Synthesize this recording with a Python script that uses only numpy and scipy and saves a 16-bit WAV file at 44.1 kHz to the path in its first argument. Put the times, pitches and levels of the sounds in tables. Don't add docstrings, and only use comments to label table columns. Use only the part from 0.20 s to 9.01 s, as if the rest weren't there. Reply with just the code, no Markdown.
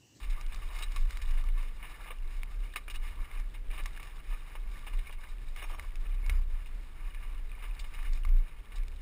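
import sys
import numpy as np
from scipy import signal
from scipy.fft import rfft, irfft
from scipy.io import wavfile
from scipy.ndimage import uniform_filter1d

SR = 44100
rng = np.random.default_rng(int(sys.argv[2]) if len(sys.argv) > 2 else 0)


def wav_record(signal):
    frames = np.transpose(np.atleast_2d(signal))
    bounded = np.clip(frames, -1, 1)
    quanta = np.round(bounded * 32767).astype(np.int16)
    wavfile.write(sys.argv[1], SR, quanta)


N = 388521

# time in seconds, crunch level in dB, extra level of fine grit in dB.
ROLL = [(0, -55.5, 4), (.4, -57, 3.5), (.47, -58, 6), (.68, -56, 4.5), (.88, -57, 6), (1.05, -56.5, 7),
        (1.25, -59, 1.5), (1.42, -58.5, 1), (1.8, -59, 1), (2.14, -63, 4.5), (2.35, -62, 5), (3.15, -58, 1),
        (3.29, -69, 10), (3.7, -61, 4.5), (4.0, -62.5, 5.5), (4.95, -59.5, 3.5), (5.2, -65.5, 5.5),
        (5.4, -61, 10.5), (6.12, -61, -0.5), (6.7, -67, 5), (6.85, -60.5, 0), (6.93, -62, 1), (7.3, -59, 0),
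        (7.56, -61, 0.5), (7.8, -58, 5), (8.0, -63.5, 7), (8.11, -61.5, 0), (8.23, -57.5, -0.5),
        (8.81, -61.5, 5)]


def undb(db):
    return 10 ** (np.asarray(db) / 20)


def unit(x):
    return x / np.sqrt(np.mean(x ** 2))


def curve(rows, axis=1):
    rows = np.asarray(rows)
    return np.interp(np.arange(N) / SR, rows[:, 0], rows[:, axis])


def low(x, hz, order=2):
    return signal.sosfilt(signal.butter(order, hz, fs=SR, output="sos"), x)


def band(x, lo_hz, hi_hz, order=2):
    return signal.sosfilt(signal.butter(order, [lo_hz, hi_hz], "band", fs=SR, output="sos"), x)


def ring(x, hz, width_hz):
    return signal.lfilter(*signal.iirpeak(hz, hz / width_hz, fs=SR), x)


def colour(x, points):
    hz, db = np.transpose(points)
    log_bins = np.log(np.fft.rfftfreq(4096, 1 / SR) + 1)
    log_gain = np.log(undb(np.interp(log_bins, np.log(hz), db)))
    cepstrum = irfft(log_gain)[:2048]
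    cepstrum[1:] *= 2
    response = irfft(np.exp(rfft(cepstrum, 4096)))
    return signal.fftconvolve(x, response)[:len(x)]


def walk(rate):
    k = int(SR / rate)
    steps = np.repeat(rng.standard_normal(N // k + 1), k)
    return unit(uniform_filter1d(steps, k)[:N])


def impacts(rate, spread_db, size):
    strength = undb(spread_db * np.minimum(rng.exponential(size=size), 4))
    struck = rng.random(size) < rate / SR
    return unit(struck * rng.choice([-1, 1], size) * strength)


def add(track, s, sound):
    i = max(int(s * SR), 0)
    track[i:i + len(sound)] += sound[:N - i]


def housing(x, direct_db=-10):
    # pitch in Hz, width in Hz, gain in dB.
    modes = [(968, 240, -11.5), (1165, 46, 0), (1763, 80, -6), (2190, 83, -1), (2406, 170, -5),
             (2870, 134, -4), (3656, 180, -5.5), (3626, 110, -5), (3858, 57, 3), (5190, 680, -4.5)]
    return undb(direct_db) * x + sum(undb(db) * ring(x, hz, width) for hz, width, db in modes)


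def tyres(pebble_db=-5.0, crunch_db=0.5, patchy_db=3.23):
    # frequency in Hz, relative level in dB per Hz.
    gravel = [(150, -24), (400, -5), (700, 1.5), (1100, 2), (1450, 2.5), (2200, 2.5), (2900, 0),
              (3300, -8.5), (3850, -13), (4300, -12.5), (5400, -10.5)]
    clusters_db = 1.1 * walk(80) + 0.93 * walk(30)

    def grains():
        return impacts(rate=5000, spread_db=1.0, size=N) * undb(clusters_db + 2.0 * walk(40))

    coarse = low(grains(), 1450, order=3)
    medium = band(grains(), 1130, 3260)
    fine = band(grains(), 3380, 5160) * undb(curve(ROLL, axis=2))
    crunch = unit(housing(colour(coarse + medium + fine, gravel)))
    clicks = unit(housing(colour(pebbles(), gravel)))
    level_db = curve(ROLL) + crunch_db + patchy_db * walk(17)
    return (crunch + undb(pebble_db) * clicks) * undb(level_db)


def pebbles(rate=140, spread_db=3.0, ring_s=0.0045):
    out, t = np.zeros(N), np.arange(SR // 50) / SR
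    for when, size, pitch in rng.random((int(rate * N / SR), 3)):
        hz = 900 * 2 ** (2 * pitch)
        strength = undb(-spread_db * np.log(max(size, .02)))
        add(out, when * N / SR, strength * np.sin(2 * np.pi * hz * t) * np.exp(-t / ring_s))
    return unit(out)


def chips(rate=110, chip_db=-11, spread_db=1.5, ring_s=0.0014, crack_db=-6, cluster_db=7.0):
    out, t = np.zeros(N), np.arange(SR // 100) / SR
    for when, size, pitch in rng.random((int(rate * N / SR), 3)):
        hz = 1600 * 2 ** (1.3 * pitch)
        tick = np.sin(2 * np.pi * hz * t) + undb(crack_db) * rng.standard_normal(len(t))
        strength = undb(-spread_db * np.log(max(size, .1)))
        add(out, when * N / SR, strength * tick * np.exp(-t / ring_s))
    clusters = undb(cluster_db * np.tanh(walk(40)))
    level_db = curve(ROLL) + curve(ROLL, axis=2) + chip_db
    return unit(housing(out * clusters, direct_db=-4.0)) * undb(level_db)


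def rattles(rise_s=0.00039, tail_s=0.01):
    # start in seconds, length in seconds, clatter level in dB, brightness in dB.
    bumps = [(0.028, 0.029, -53.5, 6), (0.097, 0.014, -55, 12), (.172, 0.014, -58, -14),
             (0.205, 0.0067, -59, 6), (0.32, 0.015, -52, 3), (.42, 0.023, -58, 1),
             (.498, 0.023, -56.5, -17), (0.562, .008, -53.5, 7), (0.586, .005, -47.5, 10),
             (0.605, 0.0061, -48.5, -11), (.621, 0.015, -44, 10), (0.76, 0.01, -47, 4),
             (1.014, .012, -51.5, 11), (1.103, 0.016, -56, 3), (1.281, 0.0051, -56, -5),
             (1.626, 0.037, -52.5, -12), (1.858, 0.043, -53, -14), (1.904, 0.014, -46, -10),
             (2.558, 0.0034, -34.5, 2.5), (2.68, 0.0033, -47, -5), (2.698, 0.019, -50, 10),
             (2.742, 0.027, -50, 6.5), (2.863, 0.043, -55, 5), (3.043, 0.017, -57, -6),
             (3.107, 0.0038, -56.5, -15), (3.339, 0.022, -53, 1), (3.502, 0.062, -53, -5),
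             (3.577, 0.042, -48, -4), (3.656, 0.0035, -50, -13), (3.76, 0.017, -54, 4),
             (3.796, 0.0069, -49, -4), (3.825, .005, -54, 0), (3.871, .004, -53, 1),
             (4.106, 0.047, -54.5, -14), (4.3514, 0.005, -49, -18), (4.665, 0.023, -48.5, -6.5),
             (4.729, 0.011, -52, -5), (4.785, 0.0087, -53, 2), (4.865, 0.0027, -63, -25),
             (4.893, .003, -54, -24), (4.924, 0.015, -53.5, 5), (5.036, 0.026, -62, -15),
             (5.358, 0.1, -51.5, -0.5), (5.42, 0.037, -48, -11), (5.468, .04, -61, -6),
             (5.498, 0.074, -56, -26), (5.58, 0.012, -55, -22), (5.625, 0.032, -62, -20),
             (6.46, 0.019, -58.5, 5), (7.322, 0.016, -60, -7), (7.423, 0.044, -51.5, -2),
             (7.594, 0.0067, -49, 13.5), (7.64, 0.0071, -52, 2), (7.736, 0.018, -54, 7),
             (7.788, 0.018, -55, -11), (7.855, 0.04, -56.5, 0), (8.278, 0.016, -59, 5),
             (8.518, 0.007, -54.5, -3), (8.557, 0.0059, -59.5, 22)]
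    out, t = np.zeros(N), np.arange(SR // 6) / SR
    for s, length, db, bright_db in bumps + small_bumps():
        swell = np.minimum(t / rise_s, 1) * np.exp(-np.maximum(t - 0.71 * length, 0) / tail_s)
        blows = swell * impacts(rate=4200, spread_db=0.9, size=len(t))
        case = housing(blows) + frame(blows)
        knock_db = -7 - 0.46 * bright_db
        jingle_db = -11.5 + 0.83 * bright_db
        parts = ((290, 1270, knock_db), (1570, 2940, 0.91), (3350, 5300, jingle_db))
        flurry = sum(undb(part_db) * unit(band(case, lo, hi, order=3)) for lo, hi, part_db in parts)
        add(out, s, undb(db) * np.sqrt(np.mean(swell ** 2)) * flurry)
    return out


def small_bumps(rate=3, length_s=0.0078, above_db=1.5, spread_db=2, bright_spread_db=8):
    roll_db = curve(ROLL)
    rows = []
    for when, size, sharp in rng.random((int(rate * N / SR), 3)):
        level_db = roll_db[int(when * N)] + above_db + spread_db * (2 * size - 1)
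        rows.append((when * N / SR, length_s, level_db, bright_spread_db * (2 * sharp - 1)))
    return rows


def frame(blows, vary_db=3, vary_pitch=0.051):
    # centre pitch in Hz, width in Hz, centre gain in dB.
    frame_modes = [(1186, 22, 1.5), (2420, 100, -33), (2760, 160, -13), (3050, 53, -24)]
    chance = 2 * rng.random((len(frame_modes), 2)) - 1
    return sum(undb(db + vary_db * louder) * ring(blows, hz * (1 + vary_pitch * higher), width)
               for (hz, width, db), (louder, higher) in zip(frame_modes, chance))


def stones(crack_s=0.0029, case_db=-4):
    # start in seconds, snap level in dB, pitch in Hz, crack relative to snap in dB,
    # ring decay in seconds.
    snaps = [(0.211, -44.5, 2180, -1, .0014), (.2643, -53, 2200, 2, .0014), (.345, -47, 1190, 0.5, 0.0016),
             (.589, -43, 1220, -8, 0.0034), (0.6286, -42, 1200, -11, 0.002),
             (.6345, -38, 3840, -22, 0.0034), (.7193, -48, 2200, -1.5, .0014),
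             (0.7614, -45.5, 1128, 4.5, 0.011), (.9072, -40.5, 2110, -5.5, 0.0016),
             (0.9716, -40.5, 2220, -4, 0.0015), (1.0183, -44, 2120, -6, 0.0016),
             (1.1095, -50, 2180, -2, .0014), (1.239, -47, 1204, -7, .006), (1.287, -44, 2200, -15, 0.0019),
             (1.6282, -39, 2190, -27, 0.0015), (1.9047, -44, 1140, -39, 0.0042),
             (1.9854, -51, 2800, -18, 0.0022), (2.2326, -31, 2270, -18, 0.00093),
             (2.5391, -43, 1780, -18, .003), (2.5583, -38, 1215, -24, 0.01),
             (2.5595, -37, 2250, -20.5, 0.0044), (2.68, -40.5, 1510, -17, 0.0015),
             (2.682, -46, 2370, -21, .004), (2.7, -43.5, 2830, -12, 0.0077), (2.75, -45, 2570, -20, .005),
             (2.759, -44, 2910, -7, 0.0061), (3.1143, -44, 2040, -19, 0.0015),
             (3.198, -46, 2200, -8, .0014), (3.5129, -40, 2380, -19, 0.0022), (3.591, -46, 2330, -10, .003),
             (3.636, -48, 2200, -3, .0014), (3.6582, -33.5, 2020, -7.5, 0.0013),
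             (3.775, -38.5, 1680, -16, .002), (3.7975, -50, 2080, -17, .003), (3.83, -46, 2280, -8, .0014),
             (4.3533, -46, 1090, -24, 0.0043), (4.3535, -46, 450, -32, 0.0012),
             (4.5705, -48, 1990, -17, 0.0018), (4.6683, -43.5, 2430, -14, .003),
             (4.7406, -59, 1110, -16, 0.0026), (4.8688, -45, 2300, -22, 0.0019),
             (4.894, -45, 2230, -18, .002), (4.911, -48, 3220, -8, .0014), (5.0404, -44, 1700, -16, 0.0016),
             (5.362, -42, 2200, -6, 0.0017), (5.596, -32, 2070, -17.5, 0.001),
             (5.6255, -52, 2200, -4, .0014), (5.756, -43, 2600, -9, 0.0018), (6.0628, -42, 2200, -9, .0014),
             (6.0963, -26, 2200, -13.5, 0.0011), (6.1009, -31, 2150, -36, 0.00084),
             (6.4592, -48, 2540, -15, .002), (6.947, -40, 2320, -26, 0.0011),
             (7.2948, -50, 2540, -38, 0.0016), (7.3163, -43, 2470, -24, 0.002),
             (7.4415, -45, 1170, -20, 0.006), (7.5502, -52, 3880, -8, .0014),
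             (7.5936, -42, 4570, -21, .0014), (7.829, -43.5, 1880, -10, 0.0015),
             (7.933, -41, 2000, -3.5, 0.0013), (8.035, -47, 2850, -16, .003),
             (8.0495, -39, 1160, -21, 0.0026), (8.0505, -40, 2140, -13, 0.0028),
             (8.09, -46, 2170, -8.5, 0.0015), (8.5565, -60, 3920, -8, .0014), (8.583, -50, 2250, -6, .0014),
             (8.634, -48, 2260, -13, .0025), (8.6816, -52, 2270, -1, .003)]
    out, t = np.zeros(N), np.arange(SR // 20) / SR
    for s, db, hz, crack_db, ring_s in snaps:
        snap = np.sin(2 * np.pi * hz * t) * np.exp(-t / ring_s)
        crack = 2 * band(rng.standard_normal(len(t)), 1000, 9700) * np.exp(-t / crack_s)
        add(out, s, undb(db) * (snap + undb(crack_db) * crack))
    return out + undb(case_db) * housing(out)


def brakes(waver=0.012, rough_db=2.0):
    # start in seconds, length in seconds, first pitch in Hz,
    # last pitch in Hz, level in dB.
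    squeaks = [(5.415, .05, 5470, 5490, -65), (5.52, .06, 5490, 5470, -71), (6.035, .025, 2200, 2200, -57),
               (6.06, .08, 2200, 2200, -63), (6.11, .03, 4800, 4830, -70), (6.14, .04, 5030, 5080, -72),
               (6.16, .05, 4830, 4780, -73)]
    out = np.zeros(N)
    pitch, grip = 1 + waver * walk(400), undb(rough_db * walk(140))
    for s, length, from_hz, to_hz, db in squeaks:
        i = int(s * SR) + np.arange(int(length * SR))
        hz = np.linspace(from_hz, to_hz, len(i)) * pitch[i]
        tone = np.sin(2 * np.pi * np.cumsum(hz) / SR)
        add(out, s, undb(db) * unit(tone * grip[i] * signal.windows.cosine(len(i))))
    return out


def jolts(hz=62, rise_s=0.019, thud_db=-25):
    # start in seconds, level before the fade in dB,
    # decay in seconds.
    kicks = [(1.01, -36, 0.045), (6.083, -22.5, 0.06), (6.33, -39, .06), (8.06, -20.5, 0.023)]
    out, t = np.zeros(N), np.arange(SR) / SR
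    for s, db, decay_s in kicks:
        thud = undb(thud_db) * unit(band(rng.standard_normal(len(t)), 112, 134))
        fade = (1 - np.exp(-t / rise_s)) * np.exp(-t / decay_s)
        add(out, s, undb(db) * fade * (np.sin(2 * np.pi * hz * t) + thud))
    return out


def wind(sway_hz=28.66, wander_hz=2.7, flutter_db=2.5, buffet_flutter_db=1.0,
         drift_db=-12, rush_db=-59.5, mount_hz=67):
    # time in seconds, sway level in dB.
    buffeting = [(0, -33), (.65, -32.5), (1.45, -36), (1.66, -40), (1.92, -44), (2.02, -36.5),
                 (2.55, -42.5), (2.9, -34.5), (3.08, -45), (3.2, -32.5), (3.6, -36), (3.87, -42.5),
                 (4.1, -35), (4.33, -44), (4.5, -35.5), (5.1, -43), (5.3, -33), (5.4, -41.5), (5.6, -35),
                 (6.15, -32), (6.47, -40.5), (6.57, -36), (6.7, -37), (7.1, -34), (7.45, -38.5),
                 (7.65, -37.5), (8.1, -33), (8.47, -43.5), (8.65, -33.5), (8.81, -43)]
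    # time in seconds, level in dB.
    shudder = [(0, -45), (.2, -57), (.45, -48), (.6, -53), (.8, -46.5), (1.3, -46), (1.38, -60), (1.5, -57),
               (1.9, -62), (2.1, -53), (2.7, -54), (2.8, -44.5), (2.97, -48), (3.15, -61), (3.6, -52),
               (4.25, -61), (4.75, -51), (5.42, -61), (5.6, -43.5), (5.75, -53), (5.95, -44), (6.35, -45),
               (6.5, -52), (7.75, -51), (7.9, -46), (8.15, -56), (8.28, -63), (8.55, -50), (8.72, -45),
               (8.81, -49)]
    # frequency in Hz, relative level in dB per Hz.
    air = [(40, -24), (90, 3), (120, 1.5), (160, -4), (220, -7), (420, -9), (700, -16), (1200, -14.5),
           (2500, -18), (5500, -29)]

    wind_db, lurch = curve(buffeting), swing()
    surge_db = 10 * np.log10(1 + (lurch / undb(wind_db)) ** 2)
    drift = undb(drift_db) * shake(hz=13.7, width_hz=9.6, even_s=0.37)
    main_sway = low(shake(hz=26.58, width_hz=12.0, even_s=0.1), 45.3, order=3)
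    sway = (main_sway + drift) * undb(wind_db + flutter_db * walk(12))

    lurch_hz = sway_hz + wander_hz * walk(8.1)
    lurch_tone = unit(np.sin(2 * np.pi * np.cumsum(lurch_hz) / SR))
    sway = sway * undb(-surge_db / 2) + lurch * lurch_tone

    buffet_db = curve(shudder) + buffet_flutter_db * walk(20)
    buffet = undb(buffet_db) * shake(hz=62.5, width_hz=27, even_s=0.043)
    rumble = low(sway + buffet, mount_hz, order=7)

    gust_db = 0.1 * (wind_db - np.mean(wind_db)) + 0.1 * surge_db + 1.0 * walk(14)
    rush = unit(colour(rng.standard_normal(N), air)) * undb(rush_db + gust_db)
    return rumble + rush


def swing(fall=1.15):
    # time of the peak in seconds, rise in seconds, peak level in dB.
    lurches = [(.08, 0.053, -29), (0.818, 0.045, -22), (1.11, 0.076, -24.5), (1.28, 0.14, -25.5),
               (1.8, 0.018, -38), (1.99, 0.039, -36.5), (2.17, 0.042, -36.5), (2.39, 0.077, -31),
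               (2.77, 0.044, -33.5), (3.0, 0.021, -28), (3.28, 0.12, -37.5), (3.6, 0.048, -32),
               (4.09, 0.026, -33.5), (4.39, 0.039, -35), (4.76, 0.05, -25.5), (5.48, 0.051, -30.5),
               (5.66, 0.052, -30), (5.9, 0.075, -27.5), (6.11, 0.084, -26), (6.2, .03, -28),
               (6.33, 0.038, -27.5), (6.86, 0.036, -30.5), (7.489, 0.032, -30), (7.92, 0.06, -25.5),
               (8.131, 0.079, -19.5), (8.6, 0.047, -29.5)]
    t, power = np.arange(N) / SR, np.zeros(N)
    for s, rise_s, db in lurches:
        width_s = np.where(t < s, rise_s, rise_s * fall)
        power += (undb(db) * np.exp(-((t - s) / width_s) ** 2)) ** 2
    return np.sqrt(power)


def shake(hz, width_hz, even_s):
    push = rng.standard_normal(N + SR)
    motion = ring(ring(push, hz, width_hz), hz, width_hz)
    power = uniform_filter1d(np.abs(signal.hilbert(motion)) ** 2, int(even_s * SR))
    return unit((motion / np.sqrt(power))[SR:])


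def scene():
    return (tyres() + chips() + rattles() + stones() + brakes() + wind() + jolts())[None]


def record(dry):
    narrow = low(dry, 5750, order=16)
    samples = signal.resample_poly(narrow, 160, 147, axis=1)[:, ::4]
    held = np.repeat(samples, 4, axis=1)
    out = signal.resample_poly(held, 147, 160, axis=1)[:, :N]
    return signal.sosfilt(signal.ellip(10, .2, 70, 15500, fs=SR, output="sos"), out)


dry = scene()
out = record(dry)
wav_record(out)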